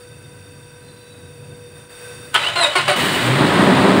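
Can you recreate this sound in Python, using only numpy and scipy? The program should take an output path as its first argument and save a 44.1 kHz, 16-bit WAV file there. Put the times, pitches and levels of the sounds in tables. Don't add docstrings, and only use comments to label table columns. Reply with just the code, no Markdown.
import sys
import numpy as np
from scipy import signal
from scipy.fft import rfft, irfft, next_fast_len
from scipy.io import wavfile
from scipy.ndimage import map_coordinates

SR = 44100
rng = np.random.default_rng(int(sys.argv[2]) if len(sys.argv) > 2 else 0)


def master(y):
    cut = np.clip(np.atleast_2d(y).T, -1, 1)
    pcm = np.round(cut * 32767)
    wavfile.write(sys.argv[1], SR, pcm.astype(np.int16))


def field_ratio(decibels):
    return 10 ** (np.asarray(decibels, dtype=float) / 20)


N = 176400
T = np.arange(N) / SR

# start_s, peak_db
SLAM_HITS = [
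    (2.3429, -4.5),
    (2.349, 2.5),
    (2.356, -1),
    (2.361, 0.5),
    (2.377, -6.5),
]


def unit(x):
    return x / np.sqrt(np.mean(x ** 2) + 1e-20)


def curves(rows):
    s, *columns = np.transpose(rows)
    return [np.interp(T, s, column) for column in columns]


def fade(start, end, soft):
    return np.clip(np.minimum(T - start, end - T) / soft, 0, 1)


def burst(start, hold, first_db, last_db, fall_db_per_s, attack_s):
    held_db = np.interp(T, [start, start + hold], [first_db, last_db])
    fall_db = fall_db_per_s * np.clip(T - start - hold, 0, 1)
    return field_ratio(held_db - fall_db) * fade(start, 9, attack_s)


def wobble(rate):
    return map_coordinates(rng.standard_normal(int(N * rate / SR) + 4), [T * rate])


def filtered(x, response):
    m = next_fast_len(N + SR // 2)
    return irfft(rfft(x, m) * response(np.fft.rfftfreq(m, 1 / SR)), m)[:N]


def colour(points):
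    f, v = np.transpose(points)
    return lambda hz: field_ratio(np.interp(np.log(hz + 1), np.log(f + 1), v))


def resonances(peaks):
    def response(f):
        return sum((-1) ** k * field_ratio(db) * 1j * f * width / (centre * centre - f * f + 1j * f * width)
                   for k, (centre, width, db) in enumerate(peaks))
    return response


def steep_resonances(peaks):
    return lambda f: resonances(peaks)(f) ** 2


def noise(response):
    return unit(filtered(rng.standard_normal(N), response))


def tone(hz, rough, rate):
    level = field_ratio(4.5 * rough * wobble(rate))
    return unit(level * np.sin(2 * np.pi * np.cumsum(hz) / SR + rough * wobble(rate)))


def gear_squeal(mesh, loads, squeal_dbs):
    # multiple, level_db
    squeal_orders = [(12, 0), (24, -7), (30, -10)]
    # centre_hz, width_hz, level_db
    singing = [(2920, 130, 7), (3850, 410, 5), (8960, 1100, 1.5)]
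    cry = 0
    for k, db in squeal_orders:
        sounding = 1 if k == 12 else mesh > 290
        cry = cry + field_ratio(db) * tone(k * mesh, .8, 200) * sounding
    cry = filtered(cry, lambda f: .5 + np.abs(resonances(singing)(f)))
    strain = sum(load ** 2 / load.max() * field_ratio(db) for load, db in zip(loads, squeal_dbs))
    return strain * cry


def gear_grind(mesh):
    # frequency_hz, level_db
    grind_colour = [(100, -17), (400, -10.5), (600, -3.5), (1200, 0), (3800, -5.5), (5600, -17),
                    (8680, -14), (12500, -25), (15700, -30)]
    # centre_hz, width_hz, level_db
    housing = [(593.4, 39, -2), (723, 77, -9), (1030, 110, -3), (1256, 79, -2), (1470, 60, -2),
               (1984, 86, -5), (2543, 110, -1.5), (2977, 100, 4.5), (3420, 130, -8), (3884, 52, -2),
               (4480, 300, -24)]
    knocks = 1 + 0.22 * np.cos(2 * np.pi * np.cumsum(mesh) / SR)
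    grind = unit(knocks * field_ratio(2.06 * wobble(150)) * noise(colour(grind_colour)))
    clang = unit(sum(field_ratio(mode[2] + 2.4 * wobble(25.04)) * noise(steep_resonances([mode]))
                     for mode in housing))
    return field_ratio(-3) * grind + field_ratio(-8) * clang


def armature_whine():
    # time_s, pitch_hz, level_db
    whine = [(2.42, 5000, -56), (2.5, 6300, -47), (2.55, 7300, -40), (2.61, 7370, -39), (2.7, 7150, -46),
             (2.751, 8400, -43), (2.78, 7350, -47), (2.88, 9000, -41), (2.93, 8900, -68), (3.2, 10200, -70),
             (3.24, 9600, -48), (3.33, 7030, -42), (3.4, 5460, -66)]
    hz, db = curves(whine)
    return fade(whine[0][0], whine[-1][0], .02) * field_ratio(db) * tone(hz, .9, 250)


def flywheel_bell():
    # start_s, length_s, level_db
    booms = [
        (2.635, .045, -21),
        (2.883, .035, -21),
    ]
    level = sum(burst(s, hold, db, db, 220, 0.0057) for s, hold, db in booms)
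    return level * tone(592 + 0 * T, 0.74, 70)


def starter():
    # start_s, length_s, first_db, last_db, squeal_db
    strokes = [
        (2.37, 0.108, -29, -23.5, 0),
        (2.553, 0.093, -22.5, -16, -2.5),
        (2.752, 0.029, -12, -14, -10),
        (2.878, 0.04, -14, -15.5, -10),
    ]
    # time_s, teeth_per_s
    mesh_rate = [(2.4, 200), (2.42, 212), (2.45, 232), (2.465, 240), (2.476, 247), (2.49, 258), (2.53, 266),
                 (2.556, 350), (2.605, 345), (2.622, 335), (2.637, 319), (2.652, 311), (2.675, 302),
                 (2.74, 295), (2.753, 382), (2.765, 366), (2.79, 353), (2.87, 350), (2.882, 400),
                 (2.9, 374), (2.93, 368)]
    # multiple, level_db
    teeth_orders = [(1, -7), (2, -1), (3, 1.5), (4, -2.5), (5, -7.5), (6, -5), (7, -14), (8, -4.5)]
    loads = [burst(*stroke[:4], fall_db_per_s=308, attack_s=0.0046) for stroke in strokes]
    load = sum(loads)
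    spin = field_ratio(-23.5) * fade(2.325, 2.99, 0.03)
    mesh = curves(mesh_rate)[0] * (1 + .004 * wobble(70))
    teeth = sum(field_ratio(db) * tone(k * mesh, 0.75, 90) for k, db in teeth_orders)
    teeth = unit(np.clip(mesh / 100 - 2.4, 0, 1) * teeth)
    gears = field_ratio(-5) * load * teeth + (load + spin) * gear_grind(mesh)
    squeal = gear_squeal(mesh, loads, [stroke[-1] for stroke in strokes])
    steel = squeal + gears + armature_whine() + flywheel_bell()
    return filtered(steel, colour([(40, -30), (150, -4), (330, -2)]))


def pinion():
    # pitch_hz, level_db, t60_s
    slam_modes = [(1050, -17, 0.085), (1296, 1, 0.076), (1481, -5, 0.13), (2100, -14, .06),
                  (2890, -1, 0.05), (3120, -4, .07), (3420, -4.5, 0.039)]
    crack_colour = colour([(100, -36), (400, -5.5), (1200, 10.0), (4000, -1.5), (6000, -14),
                           (9000, -11.0), (15000, -28)])
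    out = 0
    for s, db in SLAM_HITS:
        t = np.clip(T - s, 0, None)
        ring = sum(field_ratio(level + rng.normal(0, 2) - 60 * t / t60) * np.sin(2 * np.pi * hz * t)
                   for hz, level, t60 in slam_modes)
        crack = field_ratio(-8.5 - 60 * t / 0.041) * noise(crack_colour)
        attack = 1 - np.exp(-t / 0.00056)
        out = out + field_ratio(db) * attack * (field_ratio(-12) * ring + crack)
    t = np.clip(T - SLAM_HITS[0][0], 0, None)
    click = (t > 0) * field_ratio(-16.5 - 60 * t / 0.038) * noise(colour([(3000, -25), (9500, 6), (15000, -8)]))
    return out + click


def bay(x):
    t = np.arange(SR // 4) / SR
    tail = rng.standard_normal(len(t)) * field_ratio(-60 * t / 0.3)
    return signal.fftconvolve(x, tail / np.linalg.norm(tail))[:N]


def intake_and_block(phase, gate):
    # centre_hz, width_hz, level_db
    intake = [(146, 64, -5), (192.5, 46, -0.5), (256, 23.4, 1), (310.6, 20, 0), (383.4, 16.5, -1.5),
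              (610, 110, -12.5)]
    # centre_hz, width_hz, level_db
    block = [(300, 60, 1), (393, 74, 2.5), (575, 90, -1), (723, 84, -0.5), (960, 153, -0.5),
             (1270, 156, -3.5)]
    # frequency_hz, level_db
    body_colour = [(35, -50), (60, -13.5), (186, -5), (222, -9), (380, -9), (465, -9), (1500, -13.5),
                   (1950, -14), (3300, -120)]
    fired = np.diff(np.floor(phase), prepend=0) > 0
    taps = np.diff(np.floor(3 * phase + .25 * wobble(150)), prepend=0) > 0
    pulses = unit(filtered(fired * field_ratio(3.2 * wobble(60)), resonances(intake)))
    blows = taps * field_ratio(2.5 * rng.standard_normal(N)) + .06 * rng.standard_normal(N)
    knock = unit(filtered(blows, resonances(block)))
    boom = field_ratio(1.1 * wobble(25.1)) * noise(resonances(intake))
    body = unit(gate * field_ratio(1.8 * wobble(20)) * noise(colour(body_colour)))
    return field_ratio(-8) * pulses + field_ratio(-6) * knock + field_ratio(-3) * body + field_ratio(-5.5) * boom


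def firing_tones(rate, third_db):
    sixth_db = -4.5 + 16 * np.minimum(T - 3.75, 0)
    sixth = field_ratio(sixth_db) * tone(6 * rate, 0.5, 35)
    ninth = field_ratio(-18) * (T > 3.6) * tone(9 * rate, 0.59, 30)
    steady = field_ratio(third_db) * (tone(3 * rate, 0.18, 30.1) + sixth + ninth)
    passing = fade(3.56, 3.72, 0.035) * (tone(5 * rate, 0.38, 30) + tone(6.1 * rate, 0.33, 30))
    return steady + field_ratio(-25) * passing


def clatter(gate):
    # frequency_hz, level_db
    clatter_colour = [(290, -39), (500, -14), (1970, -7), (2440, -10), (3880, -12), (5640, -26),
                      (8820, -21.5), (12500, -36), (15700, -41)]
    ticks = noise(colour([(200, -37)] + list(clatter_colour)))
    return unit(gate * field_ratio(0.57 * wobble(300)) * ticks)


def overrun_and_belt():
    overrun = field_ratio(-31) * fade(0, 3.316, 0.11) * field_ratio(2.2 * wobble(35))
    ring = overrun * field_ratio(2.5) * noise(steep_resonances([(2960, 120, 0)]))
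    hiss = noise(colour([(5000, -3.5), (8000, 4.0), (12000, -0.5), (14000, 3.5), (15700, -6.0)]))
    return ring + (overrun + field_ratio(-37.5)) * field_ratio(1.5 * wobble(90)) * hiss


def valve_spit():
    start_s, spits_per_s = 3.025, 20.3
    level = field_ratio(-40 - 20 * ((T - start_s) * spits_per_s % 1))
    return level * fade(start_s, 3.5, .002) * noise(colour([(9000, -30), (13500, -4), (15000, 0)]))


def engine():
    # time_s, firings_per_s, third_multiple_db
    firing = [(3.22, 40.5, -31), (3.3, 41, -19), (3.38, 47.3, -19.5), (3.46, 49, -23.5), (3.55, 58.5, -29),
              (3.64, 63.7, -33), (3.72, 62.5, -16), (3.78, 63, -26), (3.86, 66, -18.5), (4, 63, -28)]
    # time_s, intake_db, clatter_db
    roar = [(2.955, -23, -23), (3.0, -22, -17), (3.13, -24.5, -19), (3.37, -18.5, -19.5), (3.6, -13.5, -19),
            (3.88, -13, -19.5), (4, -14.5, -21)]
    catch_s, catch_rate = 2.955, 32
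    rate, third_db = curves([(catch_s, catch_rate, -45)] + list(firing))
    intake_db, clatter_db = curves(roar)
    phase = np.cumsum(rate) / SR + 0.0894 * wobble(40)
    gate = 1 + 0.12 * np.exp(-3 * (phase % 1))
    running = field_ratio(intake_db) * intake_and_block(phase, gate) + firing_tones(rate, third_db)
    running = running + field_ratio(clatter_db - 1.0) * clatter(gate) + overrun_and_belt() + valve_spit()
    puff = fade(2.77, 2.95, 0.016) * field_ratio(-35.5) * noise(resonances([(138, 25, 0)]))
    return filtered(fade(catch_s, 9, 0.011) * running + puff, colour([(30, -2), (65, -10), (95, -0.5)]))


def pipe_air():
    # time_s, flow_db
    flow = [(0, -51), (.07, -54), (1.74, -54), (1.78, -50), (1.885, -55.5), (1.905, -48.5), (2.08, -45),
            (2.3, -48)]
    # frequency_hz, level_db
    air_colour = [(120, -46), (200, -24), (489, -12), (816, -20.5), (1520, -16), (6190, -32), (8920, -15.5),
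                  (13800, -30), (15700, -24.5)]
    # centre_hz, width_hz, level_db
    pipe = [(1538, 71, 0), (1984, 69, -4.5), (2587, 147, -2), (3641, 93, -0.5), (4610, 200, -3.5),
            (5645, 103, -3), (5845, 31, -1.5), (6640, 340, -7), (7700, 240, -8), (8790, 260, -2.5)]
    flow_db, = curves(flow)
    hiss = field_ratio(6) * noise(colour(air_colour))
    return field_ratio(flow_db) * (hiss + field_ratio(5 + 0.17 * wobble(11.7)) * noise(steep_resonances(pipe)))


def pump():
    # time_s, level_db
    pump_level = [(0, -39.5), (.17, -50.5), (1.1, -47), (1.64, -42), (1.89, -52), (2.01, -41), (2.3, -46)]
    db, = curves(pump_level)
    hz = 486.4 + wobble(2.03)
    octave = field_ratio(db.mean() - 14.5) * tone(2 * hz, 0.33, 20)
    return field_ratio(db) * tone(hz, 0.36, 25.24) + octave


def bird():
    # time_s, pitch_hz, level_db
    call = [(.78, 4100, -76), (.89, 4100, -54.5), (1.0, 3990, -61), (1.1, 3900, -54), (1.25, 3820, -57),
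            (1.45, 3770, -80)]
    hz, db = curves(call)
    whistle = tone(hz * (1 + 0.006 * wobble(60)), 0.9, 150)
    return fade(call[0][0], call[-1][0], .03) * field_ratio(db) * whistle


def yard():
    # centre_hz, width_hz, level_db
    machinery = [(89, 9.1, -0.5), (115.3, 12.8, -1), (143.5, 9.7, 2), (274, 385, -8)]
    rumble = field_ratio(-44 - 2.5 * wobble(6.71)) * noise(steep_resonances(machinery))
    return rumble + field_ratio(-59.5) * noise(colour([(20, -6), (70, 11), (300, -1), (800, -24)]))


def background():
    sag = field_ratio(-15 * (T > SLAM_HITS[0][0]))
    return (pipe_air() + pump()) * sag + yard() + bird()


def scene():
    steel = starter() + pinion()
    return (steel + field_ratio(-7.5) * bay(steel) + engine() + background())[None]


def roll_off(x):
    return signal.sosfilt(signal.butter(12, 16870, fs=SR, output="sos"), x)


def record(dry):
    # frequency_hz, level_db
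    mic = [(20, -2), (60, 4), (90, 1), (5000, -0.5), (6200, -6), (8700, -1.5), (13500, -12), (15300, 0.5)]
    ceiling, top_hz = .95, 15740
    x = filtered(dry[0], colour(mic))
    limited = x / (1 + np.abs(x / ceiling) ** 4) ** (1 / 4)
    x = filtered(limited, lambda hz: hz < top_hz)
    return roll_off(x[None])


dry = scene()
out = record(dry)
master(out)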